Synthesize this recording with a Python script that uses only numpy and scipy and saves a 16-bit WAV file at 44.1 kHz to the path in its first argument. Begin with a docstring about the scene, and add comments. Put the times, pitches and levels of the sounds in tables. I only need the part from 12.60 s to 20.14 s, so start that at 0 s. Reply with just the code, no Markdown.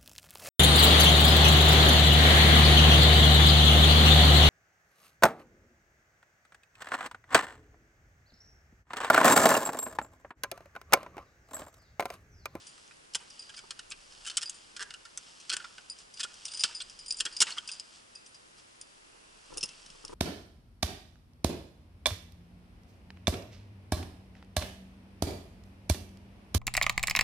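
"""Climbing a snowy crag

Steel picks and crampons (boot spikes) strike and scratch the rock, and carabiners (metal clips) clink
on the harness. The cliff returns a faint echo, and the air hisses softly. At the end the belayer, who
holds the rope, looks down: a hood rustles, the camera case bumps and the rope gear snaps close by."""
import sys
import numpy as np
from scipy import signal
from scipy.fft import rfft, irfft
from scipy.io import wavfile
from scipy.ndimage import uniform_filter1d

SR = 44100
rng = np.random.default_rng(int(sys.argv[2]) if len(sys.argv) > 2 else 0)


def bounce(signal):
    """Save signal as a 16-bit WAV file at the path given by the first command-line argument."""
    frames = np.transpose(np.atleast_2d(signal))
    limited = np.clip(frames, -1, 1)
    pcm = np.round(limited * 32767).astype(np.int16)
    wavfile.write(sys.argv[1], SR, pcm)


N = 332514
HIT_SAMPLES = 4096
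HZ = np.fft.rfftfreq(HIT_SAMPLES, 1 / SR)  # the frequencies in one hit

# Levels in all tables are relative. A "colour" says how strong each frequency is.
# steel hitting rock: t/s, skid length/s, level/dB, dull rock/dB, bright steel/dB, ring f/Hz
STRIKES = [(0.179, .001, -57, 5, -1, 1190), (0.31, 0.00042, -54, 15, -5, 2500),
           (0.5365, 0.0018, -45, -20, 4, 5230), (0.5479, 0.0055, -31.5, -4, 1, 2520),
           (0.552, 0.0052, -28.5, -0.5, 5.5, 3320), (0.893, 0.013, -45.5, 6, -2.5, 3160),
           (0.941, 0.007, -48.5, 5, -4, 4630), (0.974, 0.021, -42.5, 1, 1, 2360),
           (1.107, 0.005, -36.5, 2, 0.5, 4400), (1.192, 0.0023, -41, 4, -0.5, 4520),
           (1.302, 0.0033, -45.5, -30, 15, 7360), (1.313, 0.009, -37.5, -0.5, -3, 2450),
           (1.649, 0.0071, -43.5, 0, 2, 2760), (1.665, 0.023, -33.5, 3, 5.5, 3070),
           (1.699, .004, -37.5, -2, -1, 4330), (1.713, .003, -44.5, 4, 2, 3000),
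           (1.77, 0.0049, -24, -10, 4.5, 8000), (1.777, 0.0043, -32.5, 6, 4.5, 7900),
           (1.812, 0.014, -37, -1, 2, 5450), (1.829, 0.0053, -34, 1, 1.5, 5080),
           (1.896, 0.0022, -35, -19, 12.5, 6400), (2.165, 0.0077, -40, 0, -1, 1440),
           (2.195, 0.031, -34.5, 5.5, -2.5, 1660), (2.226, 0.0052, -38, 8, 1.5, 6300),
           (2.306, 0.0026, -43, 3.5, -4, 2630), (2.339, 0.0037, -42, 4, 1, 2940),
           (2.452, 0.0069, -47, 8.5, 0.5, 4880), (2.5745, 0.00067, -35.5, 1.5, 11.5, 6260),
           (2.801, 0.016, -49.5, -16, 1, 6200), (2.896, .011, -28.5, -2, -0.5, 4280),
           (2.916, 0.003, -35, 2.5, -9, 2800), (2.927, 0.017, -28, 4, 1.5, 4460),
           (2.967, 0.0029, -33, 8, 6.5, 2940), (3.001, 0.0038, -44.5, 6, -14, 1450),
           (3.043, 0.0056, -41, 10, -7.5, 1210), (3.182, 0.0013, -45.5, 11.5, -7, 2750),
           (3.572, 0.023, -44.5, -6, -1, 4770), (3.597, .016, -34.5, 4.5, 2.5, 4800),
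           (3.606, 0.0055, -33.5, -4, -2.5, 4860), (3.632, 0.0156, -30.5, -2, 3, 3370),
           (3.882, 0.0053, -43.5, -22, 1, 3620), (3.936, 0.0039, -41, 1.5, 4, 5020),
           (4.0367, 0.0028, -21, -7, -1.5, 4920), (4.0415, 0.02, -35, -1, -1, 4480),
           (4.203, 0.013, -36, -5, -8, 3370), (4.218, 0.0046, -44, -9, -3, 8350),
           (4.523, 0.00077, -38, -28, 25, 9100), (4.603, 0.0059, -25, -3.5, 3.5, 3150),
           (4.653, .0044, -32, 1, 2.5, 5300), (4.662, 0.0019, -33.5, 6.5, -6, 3180),
           (4.8035, 0.002, -22, -5, 5, 5000), (4.808, 0.011, -17.5, 0.5, 5.5, 5500),
           (4.821, 0.0046, -19.5, 1, 7, 3220), (4.868, 0.017, -36.5, 8.5, -18, 2640),
           (4.9, 0.0084, -38.5, 1, 1, 2900), (4.969, 0.0087, -40.5, 8, -4, 1236),
           (4.981, 0.0067, -36.5, 4.5, -1.5, 3160), (5.089, 0.0038, -38, -3, -1, 2610),
           (5.198, 0.00055, -38, -14, 4.5, 5000)]
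# colour of steel on rock: f/Hz, level/dB
STRIKE_COLOUR = [(60, -31.5), (200, -25.5), (380, -23.5), (700, -23.5), (1100, -14.5), (1450, -4),
                 (1750, -6.5), (2150, -11), (3000, 1.26), (3900, -5), (5000, -1), (6500, -7), (8300, -5),
                 (11000, -17.5)]
# bumps on the camera case: t/s, length/s, level/dB, creak f/Hz
BUMPS = [(6.902, .005, -54, 470), (6.918, 0.012, -46.5, 510), (6.941, 0.013, -52, 510),
         (6.966, .021, -43.5, 516), (7.03, 0.015, -44.5, 490), (7.349, 0.0073, -57, 420),
         (7.441, 0.0122, -48, 420), (7.493, .012, -46, 420), (7.521, 0.016, -42, 430)]


def picks_and_crampons():
    """Steel points strike the rock, and every blow stirs the same tones in the metal."""
    # tones of the steel: f/Hz, boost/dB
    tones = [(1400, 3.5), (1560, .5), (3012, -2), (3190, -1), (3290, 2.5), (3768, -1), (5161, 6.5),
             (5283, 2), (5527, .5), (6029, 5), (6815, 5.5), (7524, 6), (8100, -1), (8387, -1.5), (9609, 7)]
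    colour_db = read(STRIKE_COLOUR, HZ) + sum(db * peak(hz, width_hz=25) for hz, db in tones)
    return amp(0.44) * steel_hits(STRIKES, colour_db, ring_width_hz=160, scatter=0.97, click=0.37, t60=0.035)


def steel_hits(rows, base_db, ring_width_hz, scatter, click, t60):
    """Each blow mixes a dull knock with bright steel. A clean tap rings freely; a skid damps the ring."""
    free_db, damped_db, damping_s = 29.5, 9.5, 0.00067
    out = np.zeros(N)
    for start, length, db, dull_db, bright_db, ring_hz in rows:
        ring_db = damped_db + (free_db - damped_db) * np.exp(-length / damping_s)
        tilt_db = np.interp(HZ, [2020, 2460, 4700, 7100], [dull_db, 0, 0, bright_db])
        colour_db = base_db + tilt_db + ring_db * peak(ring_hz, ring_width_hz)
        add(out, start, amp(db) * contact(length, colour_db, click, scatter, high_t60=t60))
    return out


def contact(length, colour_db, click=0.31, scatter=0.8, low_t60=0.064, high_t60=0.11):
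    """One hit: a click, a skid over tiny grains, and sound scattered by nearby surfaces."""
    t = np.arange(HIT_SAMPLES) / SR
    skid = 0.23 * evened(rng.standard_normal(HIT_SAMPLES)) + evened(grit(HIT_SAMPLES, 1200, 5.8))
    blow = unit_hit(skid * fade(np.maximum(t - length, 0), 0.0064))
    blow += click * unit_hit(t == 0)
    low_share = np.interp(HZ, [1500, 4500], [1, 0])
    noise = rfft(rng.standard_normal(HIT_SAMPLES))
    tail = irfft(noise * low_share) * fade(t, low_t60)
    tail += irfft(noise * (1 - low_share)) * fade(t, high_t60)
    blow += scatter * smear(blow, tail)
    # take out the grains' broad colour, so that the struck object sets it
    grain_db = 10 * np.log10(uniform_filter1d(abs(rfft(blow)) ** 2, size=131) + 1e-9)
    return unit_hit(colour_hit(blow, colour_db - grain_db))


def squeaks(waver=0.036):
    """A steel point sticks and slips, making a very short, unsteady tone."""
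    # slips: middle t/s, half width/s, f/Hz, level/dB
    slips = [(4.212, .004, 3490, -47), (4.222, .004, 4200, -36), (4.223, 0.0035, 8350, -35.5),
             (4.925, 0.0028, 4380, -31.5), (4.987, 0.0039, 3200, -26)]
    out = np.zeros(N)
    t = np.arange(-HIT_SAMPLES // 2, HIT_SAMPLES // 2) / SR
    for middle, width, hz, db in slips:
        wobble = evened(uniform_filter1d(rng.standard_normal(HIT_SAMPLES), size=25))
        pitch = hz * (1 + waver * wobble)
        tone = np.sin(2 * np.pi * np.cumsum(pitch) / SR)
        add(out, middle + t[0], amp(db) * np.exp(-(t / width) ** 2) * tone)
    return out


def boots(frame_t60=0.04):
    """A hard kick makes the boot knock dully, and the skid briefly rings the crampon's frame."""
    # kicks: t/s, length/s, knock/dB, frame f/Hz, frame ring/dB
    kicks = [(0.552, 0.0028, -48.5, 1560, -42.5), (1.038, 0.0053, -57, 1230, -58),
             (2.204, 0.033, -58, 1640, -40), (2.935, 0.0067, -50.5, 1470, -60),
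             (3.646, 0.0046, -81, 1422, -40.5), (4.043, 0.0053, -52.5, 1424, -35),
             (4.614, .008, -57.5, 1620, -54), (4.659, 0.011, -51.5, 1460, -78),
             (4.812, 0.014, -39.5, 1646, -55)]
    # colour of the boot's shell: f/Hz, level/dB
    shell_colour = [(60, -26), (130, -22), (220, -7), (300, -12.5), (400, 0), (500, -5.5), (650, -30),
                    (850, -7.5), (1100, -10.5), (3000, -54)]
    out, t = np.zeros(N), np.arange(HIT_SAMPLES) / SR
    for start, length, db, frame_hz, frame_db in kicks:
        add(out, start, amp(db) * contact(length, read(shell_colour, HZ), click=0.73, scatter=0.95))
        skid = rng.standard_normal(HIT_SAMPLES) * np.exp(-t / length)
        ring = np.sin(2 * np.pi * frame_hz * t) * fade(t, frame_t60)
        frame = signal.fftconvolve(skid, ring)[:HIT_SAMPLES]
        add(out, start, amp(frame_db - 2.5) * unit_hit(frame))
    return out


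def carabiners(hits=3, bounce_db=-9.5, soften_db=-4, gap_s=(0.0045, 0.024)):
    """Carabiners knock together and bounce at uneven gaps, each bounce weaker and softer."""
    # knocks: t/s, level/dB, high tones/dB, clack/dB, base fade time/s
    knocks = [(0.068, -52.5, 1.5, 4, 0.2), (0.702, -50.5, -24, -1, .06), (0.793, -41, -10.5, -12, 0.084),
              (0.822, -47.5, -25, -7, 0.26), (0.965, -45, -16, -8, 0.048), (1.858, -37.5, -12, -20, 0.073),
              (1.943, -56.5, 4.5, -2, .2), (3.299, -37.5, -4.5, -24, 0.048), (3.387, -57, 1, 5, .23),
              (3.539, -51, -7, 0.5, 0.2), (3.74, -59, -20, 8, 0.13), (3.853, -44, -2, 8.5, .25),
              (3.917, -45, -3, -4, .12), (3.946, -38, -7, -12, 0.081), (3.973, -44.5, -4, 4, 0.13),
              (3.995, -32, -9, -10, .1), (4.007, -35, -4.5, 0, 0.13), (4.149, -35, -9.5, -15, .14),
              (4.298, -50, -13, 0.5, 0.12), (4.39, -44, -11, -3.5, .25), (4.461, -49, 0, 0.5, .09),
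              (4.482, -41, -1, -18, 0.1), (4.507, -28, -10, -9, 0.016), (4.569, -48.5, 5.5, -2, .09),
              (4.587, -41, -4, -5, .1), (4.726, -47, -6.5, -16, 0.087), (4.766, -34.5, -13, -4, 0.06),
              (5.076, -42, -4, -2, 0.042), (5.116, -38, -4.5, -8, 0.066),
              (5.552, -44.5, -11.5, -8.5, 0.068), (5.662, -61.5, 5.5, 9, .22),
              (5.745, -52.5, -18, -4, 0.076), (6.213, -50.5, 3.5, 2, 0.027)]
    out = np.zeros(N)
    for start, db, high_db, clack_db, t60 in knocks:
        for k in range(hits):
            add(out, start, amp(db + k * bounce_db) * clink(high_db, clack_db + k * soften_db, t60))
            start += rng.uniform(*gap_s)
    return out


def clink(high_db, clack_db, t60, detune=0.0055, uneven_db=3.5):
    """One carabiner clacks and rings, tuned and struck a little differently each time."""
    # tones of a carabiner: f/Hz, level/dB, factor on the fade time
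    metal_tones = [(2580, -25.5, 2.8), (4800, -2, 1.4), (4920, 1, 1.17), (4880, -18.5, 12),
                   (5030, -6.5, 1.2), (5300, -20, 0.81), (5630, -31, 1), (7100, -2, 1.5), (7770, -4, 0.52),
                   (8960, 3.5, 1), (9100, -1.5, 1)]
    # colour of the clack: f/Hz, level/dB
    clack_colour = [(500, -69), (2000, -12), (3000, 1.5), (4200, -8.5), (5400, 11), (6500, 0.5),
                    (8200, -2.5), (9600, 3.5), (11000, -26)]
    t = np.arange(SR // 4) / SR
    hz, tone_db, hold = np.transpose(metal_tones)[:, :, None]
    pitch = hz * (1 + detune * rng.standard_normal(hz.shape))
    strength = amp(tone_db + uneven_db * rng.standard_normal(hz.shape))
    tones = strength * np.sin(2 * np.pi * (pitch * t + rng.random(hz.shape))) * fade(t, t60 * hold)
    high = hz[:, 0] > 6500
    ring = unit_hit(tones[~high].sum(0)) + amp(high_db) * unit_hit(tones[high].sum(0))
    ring *= 1 - np.exp(-t / 0.0001)  # a very quick fade-in
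    add(ring, 0, amp(clack_db) * contact(0.0036, read(clack_colour, HZ), scatter=0.93, high_t60=0.044))
    return ring


def belay_gear():
    """The metal gear that holds the rope snaps close by."""
    # snaps: t/s, skid length/s, level/dB, dull knock/dB, bright steel/dB, ring f/Hz
    snaps = [(6.939, 0.0063, -54, 13, 5, 2650), (6.973, 0.0011, -40.5, 5, 14, 10200),
             (6.98, 0.0034, -38, -4, 10.5, 9200), (7.0095, 0.0013, -42, -9, 3, 5270),
             (7.0297, 0.0026, -34, -3, 5, 2690), (7.0365, 0.0051, -32, 4, 8.5, 5300),
             (7.056, 0.0027, -46, 0, 10, 5160), (7.09, 0.0063, -50, 10, 2, 6540),
             (7.262, .005, -53, 8, 4, 3920), (7.302, 0.0022, -52.5, 8, 2, 2740),
             (7.45, 0.0035, -43.5, -2, 12.5, 5160), (7.48, 0.0014, -52, -1, 0, 4550)]
    # colour of a snap: f/Hz, level/dB
    snap_colour = [(200, -15), (1000, -36), (2300, -21), (2800, -3.5), (3600, -11.5), (4500, -10.5),
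                   (5250, 2.5), (6000, -7), (7000, -14), (8700, -18), (9400, -9.5), (11000, -26)]
    colour_db = read(snap_colour, HZ)
    return amp(3.0) * steel_hits(snaps, colour_db, ring_width_hz=200, scatter=0.64, click=0.67, t60=0.042)


def camera_case(thud_db=-3, creak_db=12):
    """The case thuds (mid) and creaks as it bends (side) when the belayer's head turns."""
    # colour of the bending case, opposite in the two microphones: f/Hz, level/dB
    bend_colour = [(50, -26), (150, -19), (300, -6), (500, -7), (680, -20), (1500, -29), (3000, -40)]
    # colour of the thud, alike in both: f/Hz, level/dB
    thud_colour = [(30, -7), (80, -5), (200, -10), (350, 4), (520, 3.5), (700, -15), (900, -1),
                   (1300, -3.5), (1900, -18), (4000, -24)]
    mid, side = np.zeros((2, N))
    for start, length, db, hz in BUMPS:
        bend_db = read(bend_colour, HZ) + creak_db * peak(hz, width_hz=60)
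        add(mid, start, amp(db + thud_db) * contact(length, read(thud_colour, HZ), scatter=0.95))
        add(side, start, amp(db) * contact(length, bend_db, scatter=0.4))
    return np.array([mid, side])


def scraping(drag_db=-2, floor_db=-63, trickle_t60=0.53):
    """Fine grains scratch under dragged spikes and cloth; loose grit trickles after every blow."""
    # the climber's effort, heard as scratching: t/s, level/dB
    effort = [(0.0, -54.5), (0.48, -62), (0.75, -55), (1.49, -63.5), (1.8, -53.5), (2.41, -59.5),
              (2.96, -53), (3.44, -61.5), (4.09, -45.5), (4.2, -55.5), (4.45, -55.5), (4.77, -51),
              (5.4, -60), (5.92, -61), (6.72, -60.5), (7.08, -53.5), (7.54, -58)]
    # soft slides of a boot or sleeve: middle t/s, half width/s, level/dB
    slides = [(1.55, 0.18, -59), (2.68, 0.043, -64), (3.405, 0.033, -58.5), (4.905, 0.033, -45.5),
              (5.13, 0.043, -55), (5.36, 0.048, -61), (5.99, 0.018, -59)]
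    # colour of the scratching: f/Hz, level/dB
    scrape_colour = [(200, -29), (800, -9.5), (1400, -6.5), (2100, -11.5), (3000, 0.5), (3900, -6),
                     (5000, 2), (6500, -6.5), (8500, -6), (11000, -24)]
    t, trickle_power = np.arange(SR) / SR, np.zeros(N)
    for start, _, blow_db, *_ in STRIKES:
        loose_db = -55 + 0.59 * (blow_db + 25.5)  # harder blows loosen more grit
        add(trickle_power, start, (amp(loose_db) * fade(t, trickle_t60)) ** 2)
    drag_power = amp(drag_db) ** 2 * np.maximum(follow(effort) ** 2 - amp(floor_db) ** 2, 0)
    loudness = np.sqrt(drag_power + trickle_power) + swells(slides)
    grains = evened(grit(N, 1500, 4.6)) + 0.89 * rng.standard_normal(N)
    return loudness * colour_noise(grains, scrape_colour)


def chips(from_s=0.082, until_s=5.8, per_s=7, ring_db=10):
    """Small chips tick on the rock at random moments, each with its own pitch."""
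    out, span = np.zeros(N), until_s - from_s
    for when, pitch, size in rng.random((round(per_s * span), 3)):
        colour_db = read(STRIKE_COLOUR, HZ) + ring_db * peak(1200 + 6000 * pitch, width_hz=400)
        tick = contact(0.001, colour_db, high_t60=0.025)
        add(out, from_s + when * span, amp(-70.25 + 15 * size) * tick)
    return out


def cliff_echo(x, delay_s=0.052, low_t60=0.31, high_t60=0.22, treble_db=-5, split_hz=2800):
    """The far walls of the crag return a dull, scattered echo after a short gap."""
    t = np.arange(SR // 2) / SR
    reflections = grit(len(t), 2000, 0.78)
    low = signal.sosfilt(signal.butter(2, split_hz, fs=SR, output="sos"), reflections)
    high = signal.sosfilt(signal.butter(2, split_hz, "high", fs=SR, output="sos"), reflections)
    arrival = np.interp(t, [0, 0.87 * delay_s, delay_s], [0, 0.11, 1])
    tail = low * fade(t, low_t60) + amp(treble_db) * high * fade(t, high_t60)
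    return smear(x, tail * arrival)


def hood():
    """The belayer's hood rubs against the camera with a soft crackle."""
    # strength of the rubbing: t/s, level/dB
    rubbing = [(6.4, -74), (6.55, -66), (6.65, -68.5), (6.76, -67.5), (6.88, -67), (7.1, -68), (7.33, -69),
               (7.42, -72)]
    # colour of the cloth: f/Hz, level/dB
    cloth_colour = [(100, -11), (400, 3.5), (700, -1), (1050, 4.5), (1350, 1), (2000, -10), (2800, 8),
                    (3800, -41), (5200, -22), (8000, -41)]
    return follow(rubbing) * colour_noise(grit(N, 3000, 7.4), cloth_colour)


def air(mid_db=-63.0, side_db=-59.5, jolt_db=-23, jolt_s=0.039):
    """Steady hiss and a gusty rumble that swells when a bump jolts the camera, as mid and side."""
    # still air and microphone hiss, alike in both microphones: f/Hz, level/dB
    mid_colour = [(15, -34), (25, -12.5), (46, -3.5), (66, -8.5), (112, -7), (202, -7.5), (267, -8),
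                  (303, -8.5), (344, -8), (444, -9.5), (907, -13.5), (1230, -12.5), (1850, -13),
                  (11000, -17), (14300, -78), (22000, -120)]
    # the part that is opposite in the two: f/Hz, level/dB
    side_colour = [(15, -50), (25, -16), (96, -19), (169, -9), (247, -12), (288, -5.5), (819, -5.5),
                   (884, -6.5), (1030, -4.5), (9200, -20), (11000, -26), (14300, -50), (22000, -120)]
    # rumble of air on the camera: t/s, level/dB
    breeze = [(0, -83), (1.5, -69), (3.4, -80), (4.3, -68), (6.0, -83), (6.6, -69), (7.54, -65)]
    # colour of the rumble: f/Hz, level/dB
    rumble_colour = [(10, -18), (25, 8), (45, -5.0), (70, -10.5), (200, -21.5), (800, -62)]
    mid = colour_noise(rng.standard_normal(N), mid_colour)
    side = colour_noise(rng.standard_normal(N), side_colour)
    rumble = colour_noise(rng.standard_normal(N), rumble_colour)
    gust_db = np.interp(np.arange(N), np.linspace(0, N, 50), rng.normal(-2, 2, 50))
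    jolts = swells([(start, jolt_s, db + jolt_db) for start, _, db, _ in BUMPS])
    flow = amp(gust_db) * follow(breeze) + jolts
    return np.array([amp(mid_db) * mid + flow * rumble, amp(side_db) * side])


def microphones(x, spread_t60=0.043):
    """High sounds are alike on both sides (mid); lower ones spread wide and differ between left and right
    (side)."""
    # stereo width: f/Hz, side minus mid/dB
    width = [(60, -10), (200, -14), (450, 4), (750, -1.5), (1200, -13), (2000, -9), (3500, -20),
             (11000, -14)]
    # lean to one side: f/Hz, pan (left is positive)
    lean = [(100, 0), (600, -0.033), (1150, -0.41), (2000, -0.011), (3500, -0.0049), (11000, -0.059)]
    t = np.arange(SR // 50) / SR
    apart = smear(x, rng.standard_normal(len(t)) * fade(t, spread_t60))
    side = filtered(apart, amp(read(width, HZ))) + filtered(x, read(lean, HZ))
    return np.array([x, side])


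def amp(db):
    """Turns decibels into a gain."""
    return 10 ** (np.asarray(db) / 20)


def evened(x):
    """Scales a sound to an average power of 1."""
    return x / np.sqrt(np.mean(x ** 2) + 1e-20)


def unit_hit(x):
    """Scales a hit to the energy of a hundredth of a second at full level."""
    return x * np.sqrt(SR / 100 / (np.sum(x ** 2) + 1e-20))


def read(points, hz):
    """Joins table points with straight lines on a log-frequency axis."""
    f, value = np.transpose(points)
    return np.interp(np.log(hz + 1), np.log(f + 1), value)


def follow(curve):
    """Turns a level curve into a gain for every sample."""
    return amp(np.interp(np.arange(N) / SR, *np.transpose(curve)))


def swells(rows):
    """Soft rises and falls of level."""
    t = np.arange(N) / SR
    return sum(amp(db) * np.exp(-((t - middle) / width) ** 2) for middle, width, db in rows)


def fade(t, t60):
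    """Dies away by 60 dB every t60 seconds."""
    return 10 ** (-3 * t / t60)


def peak(hz, width_hz):
    """The hump that one ringing tone makes in a colour, 1 at its centre."""
    return 1 / (1 + ((HZ - hz) / width_hz) ** 2)


def grit(size, per_s, spread_db):
    """Scattered clicks, a few much larger than the rest."""
    sizes = amp(spread_db * np.minimum(rng.exponential(1, size), 3))
    return sizes * rng.choice([-1, 1], size) * (rng.random(size) < per_s / SR)


def smear(x, tail):
    """Spreads a sound out in time along a tail of reflections."""
    return signal.fftconvolve(x, tail / np.linalg.norm(tail))[:len(x)]


def filtered(x, gain):
    """Filters a whole track, given a gain for each frequency in HZ."""
    return irfft(rfft(x) * np.interp(np.fft.rfftfreq(N, 1 / SR), HZ, gain), N)


def colour_noise(noise, colour):
    """Gives noise a colour and an average power of 1."""
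    return evened(filtered(noise, amp(read(colour, HZ))))


def colour_hit(x, colour_db):
    """Colours a hit so that nothing sounds before it starts (a minimum-phase filter)."""
    log_gain = np.log(amp(np.r_[colour_db, colour_db[-2:0:-1]]))
    response = np.fft.ifft(np.exp(np.conj(signal.hilbert(log_gain)))).real
    return signal.fftconvolve(x, response)[:len(x)]


def add(mix, start, sound):
    """Mixes a sound in at a start time in seconds."""
    part = mix[max(round(start * SR), 0):][:len(sound)]
    part += sound[:len(part)]


def scene():
    """Mixes the climber, the belayer, their echoes and the air into left and right."""
    tools = picks_and_crampons()
    belay = belay_gear()
    climber = tools + squeaks() + boots() + carabiners() + scraping() + chips()
    echoes = amp(-21.5) * cliff_echo(climber) + amp(-19.0) * cliff_echo(belay)
    mid, side = microphones(climber + belay + echoes + hood()) + camera_case() + air()
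    return np.array([mid + side, mid - side])


def record(dry, cutoff_hz=11130):
    """The microphones round off the hardest blows, and the camera cuts the highest treble."""
    lowpass = signal.firwin(401, cutoff_hz, window=("kaiser", 7), fs=SR)
    return signal.oaconvolve(np.tanh(dry), lowpass[None], "same")


dry = scene()
out = record(dry)
bounce(out)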